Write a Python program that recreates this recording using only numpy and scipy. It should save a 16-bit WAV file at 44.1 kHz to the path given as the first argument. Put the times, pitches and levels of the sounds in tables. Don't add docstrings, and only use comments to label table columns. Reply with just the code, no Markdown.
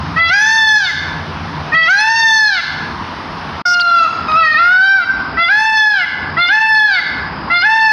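import sys
import numpy as np
from scipy import signal
from scipy.fft import rfft, irfft, next_fast_len
from scipy.io import wavfile
from scipy.ndimage import uniform_filter1d, minimum_filter1d

SR = 44100
rng = np.random.default_rng(int(sys.argv[2]) if len(sys.argv) > 2 else 0)


def master_out(mix):
    frames = np.transpose(np.atleast_2d(mix))
    ceiling = np.clip(frames, -1, 1)
    pcm = np.round(ceiling * 32767).astype(np.int16)
    wavfile.write(sys.argv[1], SR, pcm)


N = 349272
TIME = np.arange(N) / SR


# start, leap, crest and end in seconds, low note in Hz, crest in Hz,
# sag after the crest in Hz, level in dB, extra effort at the end in dB, brightness of the low note and
# of the arch in dB per octave, moment the beak is widest in seconds, lower and upper throat resonance then in Hz.
CRIES = [(0.159, 0.293, 0.555, 0.918, 670, 890.8, 41.9, 0, -1, -0.82, 2.5, 0.48, 1930, 3140),
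         (1.718, 1.869, 2.170, 2.612, 650, 907.5, 52.75, 0.17, 3, -2.3, 3, 2.09, 1470, 2570),
         (5.369, 5.476, 5.685, 6.059, 683.4, 882, 36.13, 0, 3, -0.55, -1, 5.67, 2170, 3050),
         (6.366, 6.483, 6.650, 7.011, 698.4, 882.8, 34.52, 0, 4.5, 1.3, 0, 6.66, 1580, 2680),
         (7.498, 7.62, 7.775, 8.150, 700.4, 893.3, 54.2, 0.0031, 0, 0.73, -0.5, 7.83, 1513, 2530)]
# effort in dB, lower, upper and top throat
# resonance in Hz, brightness in dB per octave, treble in dB.
CRY_STAGES = [(-16.5, 1800, 2000, 4300, -7.5, -16.5), (2, 1854, 3720, 4300, -2, -18),
              (-5, 1890, 3000, 5100, 4.5, -13), (-2, 1810, 2800, 3300, -15.5, -0.5),
              (6.5, 1735, 2500, 4900, -2, -0.5), (2.5, 1370, 2900, 4800, 0, 3),
              (2, 1720, 4300, 4700, -1, 1), (4.5, 1720, 3330, 4600, 1, 3), (5.5, 1620, 4100, 4900, 2, -1.5),
              (-9, 2020, 2980, 4800, -2, -16.5)]


def cry(start, leap, crest, end, low_hz, crest_hz, sag_hz, level_db, end_db,
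        low_bright, arch_bright, widest, open_lower, open_upper):
    scoop_hz, scoop_s = 46.7, .0558
    leap_s, leap_curve = .021, 1.4
    climb_hz_per_s2, sag_curve = 2200, 1.3
    fall_s, fall_hz, fall_curve = .15, 162.4, 1.35
    break_s, land_s, settle_s = .018, .037, .11
    push_share = .6
    gape_s = .13

    t = np.arange(start, end, 1 / SR)
    fall = end - fall_s
    fallen = np.maximum(t - fall, 0) / fall_s

    low = low_hz - scoop_hz * np.maximum(1 - (t - start) / scoop_s, 0) ** 2
    arch = crest_hz - climb_hz_per_s2 * np.maximum(crest - t, 0) ** 2
    arch -= sag_hz * (np.maximum(t - crest, 0) / (fall - crest)) ** sag_curve
    arch -= fall_hz * fallen ** fall_curve
    leapt = 1 - np.exp(-(np.maximum(t - leap, 0) / leap_s) ** leap_curve)
    pitch_hz = blend(low, arch, leapt)

    push = crest + push_share * (fall - crest)
    stage_s = [start, start + scoop_s, leap, leap + break_s, leap + land_s, leap + settle_s,
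               crest, push, fall, end]
    columns = np.transpose(CRY_STAGES)
    effort_db, lower, upper, top, bright, treble_db = (np.interp(t, stage_s, c) for c in columns)
    effort_db = effort_db + end_db * fallen + level_db
    bright = bright + blend(low_bright, arch_bright, leapt)

    gape = np.exp(-((t - widest) / gape_s) ** 4)
    lower = blend(lower, open_lower, gape)
    upper = blend(upper, open_upper, gape)
    no_odd_boost = np.zeros(len(t))
    return call(t, (pitch_hz, effort_db, lower, upper, top, bright, treble_db, no_odd_boost))


# time in seconds, pitch in Hz, effort in dB, lower, upper and top throat
# resonance in Hz, brightness in dB per octave, treble in dB, odd overtones in dB.
SINKING_CRY_END = [(3.65, 717, 1, 1310, 2570, 4970, 1.5, -5, 5),
                   (3.85, 696.8, 0, 1290, 3110, 4800, 3.5, -3.5, -12.5),
                   (3.97, 682, 1, 1320, 2830, 4350, 0.5, -1, -0.5),
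                   (4.04, 663, -2.5, 1380, 2610, 4340, 4.5, -3, -7.5),
                   (4.081, 617, -8, 1240, 2600, 4420, -4.5, -9, -5.5)]
CLIMBING_WAIL = [(4.28, 627, -17, 1580, 2520, 4500, -1.5, -1.5, -15.5),
                 (4.337, 629, -12, 1580, 2510, 4500, -2, -0.5, -15),
                 (4.385, 663.6, 1.5, 1460, 2620, 4700, 0.5, -9, -15),
                 (4.494, 620.2, -2.5, 1830, 2680, 4500, 1.5, -8.5, 4.5),
                 (4.56, 609.6, -6.5, 1797, 2650, 4500, 0.5, -9.5, -1.5),
                 (4.601, 682, -1, 1540, 2430, 4750, -1.5, -8, 0.5),
                 (4.842, 773.2, 5, 1515, 2660, 4700, 2.5, -2.5, -3),
                 (4.921, 782.6, 5.5, 1505, 2700, 4720, 2, -4, 3),
                 (4.972, 774.6, 3.5, 1520, 2563, 4610, -7, -9, 2),
                 (5.053, 653, -11.5, 1754, 2420, 4500, 3, -15.5, -5.5)]


def wail(curve):
    s, *columns = np.transpose(curve)
    t = np.arange(s[0], s[-1], 1 / SR)
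    return call(t, [np.interp(t, s, c) for c in columns])


# frequency in Hz, level in dB.
THROAT = [(620, -11), (770, -9), (880, 0), (1300, -4), (1750, -6), (2300, -14), (3500, -11), (4300, -13),
          (5400, -13.5), (6300, -14), (7400, -42), (8400, -41), (9800, -35), (12500, -54)]
# frequency in Hz, relative level in dB.
RASP = [(500, -21.5), (1000, -30), (1700, 7), (3000, 5.5), (5400, 12), (6600, -14), (7600, -35),
        (10000, -35.5), (14000, -53)]


def call(t, controls, jitter=0.00022, waver=0.002, rasp_db=-50, break_db=22, knee_hz=1700,
         treble_hz=4700, flicker_db=0.59, flicker_hz=60, hoarse=0.01):
    size = len(t)
    smooth = (uniform_filter1d(c, 400) for c in controls)
    hz, effort_db, lower, upper, top, bright, treble_db, odd_db = smooth

    octaves_per_s = uniform_filter1d(abs(np.gradient(np.log2(hz))) * SR, 1200)
    strain = np.minimum(octaves_per_s / 1.4, 1)
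    tremble = (jitter + hoarse * abs(strain) ** 1.24) * drift(140, size)
    phase = 2 * np.pi * np.cumsum(hz * (1 + waver * drift(35, size) + tremble)) / SR

    k = np.arange(1, 17)[:, None]
    f = k * hz
    colour_db = read(THROAT, f)
    colour_db += peak(f, lower, 490, 23.5) + peak(f, upper, 190, 12.9) + peak(f, top, 510, 6.6)
    colour_db += bright * np.clip(np.log2(f / knee_hz), 0, 1.5)
    colour_db += odd_db * (k % 2) * (k > 1)
    colour_db += treble_db * np.clip((f - treble_hz) / 900, 0, 1)
    flicker = [.7 * drift(11, size) + flicker_db * drift(flicker_hz, size) for _ in k]
    colour_db += np.minimum(k, 5) * np.array(flicker)

    partials = gain_of(colour_db)
    partials /= np.sqrt((partials ** 2).sum(0) / 2)
    start_phase = 2 * np.pi * rng.random(k.shape)
    tone = (partials * np.cos(k * phase + start_phase)).sum(0)

    puffs = 1 + .5 * np.cos(phase)
    air = noise(RASP, size) * puffs * gain_of(rasp_db + break_db * strain)
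    edges = np.clip((t - t[0]) / .005, 0, 1) * np.clip((t[-1] - t) / .015, 0, 1)
    return t[0], gain_of(effort_db) * edges * (tone + air)


# start in seconds, length in seconds, level in dB,
# start and end of the slide in Hz, width in Hz.
SQUEAKS = [(3.645, 0.11, -7.5, 5150, 5520, 600), (3.729, 0.025, -9, 5360, 4920, 506),
           (3.796, 0.009, -11, 2930, 3580, 1220), (3.802, 0.023, -2.5, 4900, 4030, 410),
           (4.315, 0.0082, -24.5, 3240, 3380, 1100)]


def squeaks(grain_db=1.5, grain_hz=220, scratch_db=-17):
    out = np.zeros(N)
    for s, length, db, start_hz, end_hz, width_hz in SQUEAKS:
        size = int(length * SR)
        phase = 2 * np.pi * np.cumsum(np.linspace(start_hz, end_hz, size)) / SR
        squeak = noise_band(width_hz, phase)
        squeak += gain_of(scratch_db) * drift(3700, size) * np.cos(phase)
        squeak *= gain_of(grain_db * drift(grain_hz, size))
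        add(out, s, gain_of(db) * evened(squeak) * signal.windows.tukey(size, .5))
    return out


# frequency in Hz, time to die by 60 dB in seconds.
GROVE_RING = [(500, 0.93), (1600, 0.84), (2600, 0.49), (5000, 1)]
# frequency in Hz, relative level in dB.
GROVE_COLOUR = [(800, -3), (1700, 1), (2800, 4.5), (6000, -14)]
# delay in seconds, level in dB.
ECHOES = [(.0043, -34), (.017, -24.5), (.038, -25), (.066, -22.5)]


def grove(x, far_db=-19, build_s=0.049, leaves_db=-6, leaves_s=0.075, leaves_hz=4200):
    size = int(1.5 * SR)
    age = TIME[:size]
    build = 1 - np.exp(-age / build_s)

    hz, t, z = signal.stft(noise(GROVE_COLOUR, size), SR, nperseg=256)
    decay = gain_of(-60 * t / read(GROVE_RING, hz)[:, None])
    far = build * signal.istft(z * decay, SR, nperseg=256)[1][:size]

    high_pass = signal.butter(1, leaves_hz, "high", fs=SR)
    leaves = signal.lfilter(*high_pass, rng.standard_normal(size))
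    leaves *= build * np.exp(-age / leaves_s)

    response = gain_of(far_db) * far / np.linalg.norm(far)
    response += gain_of(leaves_db) * leaves / np.linalg.norm(leaves)
    for delay, db in ECHOES:
        response[round(delay * SR)] += gain_of(db)
    return signal.fftconvolve(x, response)[:N]


# frequency in Hz, relative level in dB per Hz.
WASH = [(25, -34.5), (60, -1), (110, -5), (250, -1.5), (550, -10.5), (980, 0), (1600, -6.5), (2400, -14),
        (5200, -20), (6400, -35.5), (7500, -58.5), (9600, -43.5), (13000, -67.5)]


def wash(level_db=-25, patchy_db=1.24, hiss_drop_db=-5, hiss_hz=2400):
    hz, t, z = signal.stft(noise(WASH, N), SR, nperseg=1024, noverlap=768)
    patches = uniform_filter1d(rng.standard_normal(z.shape), 10, axis=0)
    patches = evened(uniform_filter1d(patches, 16, axis=1))
    is_hiss = np.clip(2 * np.log2(hz / hiss_hz + 1e-9), 0, 1)[:, None]
    softer = is_hiss * np.clip(t - DROPOUT[1], 0, 1)
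    z *= gain_of(level_db + patchy_db * patches + hiss_drop_db * softer)
    return signal.istft(z, SR, nperseg=1024, noverlap=768)[1][:N]


def insects(level_db=-41, centre_hz=4950, width_hz=330, from_s=3.4):
    band = noise_band(width_hz, 2 * np.pi * centre_hz * TIME)
    return gain_of(level_db) * evened(band) * np.clip(2 * (TIME - from_s), 0, 1)


# time in seconds, level in dB.
ENGINE_LEVEL = [(0, -20.5), (.5, -27), (1.5, -26.5), (3.2, -35.5), (5, -38.5), (7.9, -33.5)]
# multiple of the cycle rate, relative level in dB.
ENGINE_ORDERS = [(5, -12.5), (6, -4), (10, -4.5), (11, -7), (15, -10.5), (19, -14.5)]


def engine(cycle_hz=15.1, waver=.025, uneven=0.71):
    phase = 2 * np.pi * np.cumsum(cycle_hz * (1 + waver * drift(6.87, N))) / SR
    hum = np.zeros(N)
    for k, db in ENGINE_ORDERS:
        strength = gain_of(db) * (1 + uneven * drift(19, N))
        hum += strength * np.cos(k * phase + 2 * np.pi * rng.random())
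    level_db = np.interp(TIME, *np.transpose(ENGINE_LEVEL))
    return gain_of(level_db) * evened(hum)


def gain_of(db):
    return 10 ** (np.asarray(db) / 20)


def evened(x):
    return x / np.sqrt(np.mean(x ** 2) + 1e-20)


def blend(a, b, share):
    return a + share * (b - a)


def read(points, hz):
    f, value = np.transpose(points)
    return np.interp(np.log(hz + 1), np.log(f + 1), value)


def peak(f, centre, width_hz, height_db):
    return height_db / (1 + ((f - centre) / width_hz) ** 2)


def noise(points, size):
    spectrum = rfft(rng.standard_normal(size))
    colour = gain_of(read(points, np.fft.rfftfreq(size, 1 / SR)))
    return evened(irfft(spectrum * colour, size))


def drift(hz, size):
    white = rfft(rng.standard_normal(next_fast_len(size + SR // 10)))
    low_pass = np.exp(-(np.linspace(0, SR / 2, len(white)) / hz) ** 2)
    return evened(irfft(white * low_pass))[:size]


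def noise_band(width_hz, phase):
    size = len(phase)
    return drift(width_hz, size) * np.cos(phase) + drift(width_hz, size) * np.sin(phase)


def add(mix, s, sound):
    part = mix[round(s * SR):][:len(sound)]
    part += sound[:len(part)]


def scene():
    bird = np.zeros(N)
    for row in CRIES:
        add(bird, *cry(*row))
    for curve in (SINKING_CRY_END, CLIMBING_WAIL):
        add(bird, *wail(curve))
    return (bird + grove(bird) + squeaks() + wash() + insects() + engine())[None]


DROPOUT = (3.619, 3.655)
# frequency in Hz, gain in dB.
DULL = [(4500, 0.5), (5300, -2), (6200, -10.5), (7600, -1.5)]


def record(dry, threshold_db=-4, squeeze=0.97, recovery_db_per_s=55, dull_around_s=3.71, edge_hz=15500):
    x = dry[0]
    peak_db = 20 * np.log10(1e-9 - minimum_filter1d(-abs(x), 200))
    fall = TIME * recovery_db_per_s
    held_db = np.maximum.accumulate(peak_db + fall) - fall
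    over_db = np.maximum(held_db - threshold_db, 0)
    x = x / gain_of(squeeze * uniform_filter1d(over_db, 150))

    dropped = (TIME > DROPOUT[0]) & (TIME < DROPOUT[1])
    x = x * uniform_filter1d(np.where(dropped, .004, 1.), 260)

    dulled = irfft(rfft(x) * gain_of(read(DULL, np.fft.rfftfreq(N, 1 / SR))), N)
    x = blend(x, dulled, np.clip(2 * (TIME - dull_around_s) + .5, 0, 1))
    low_pass = signal.firwin(511, edge_hz, window=("kaiser", 9), fs=SR)
    return signal.oaconvolve(x, low_pass, "same")[None]


dry = scene()
out = record(dry)
master_out(out)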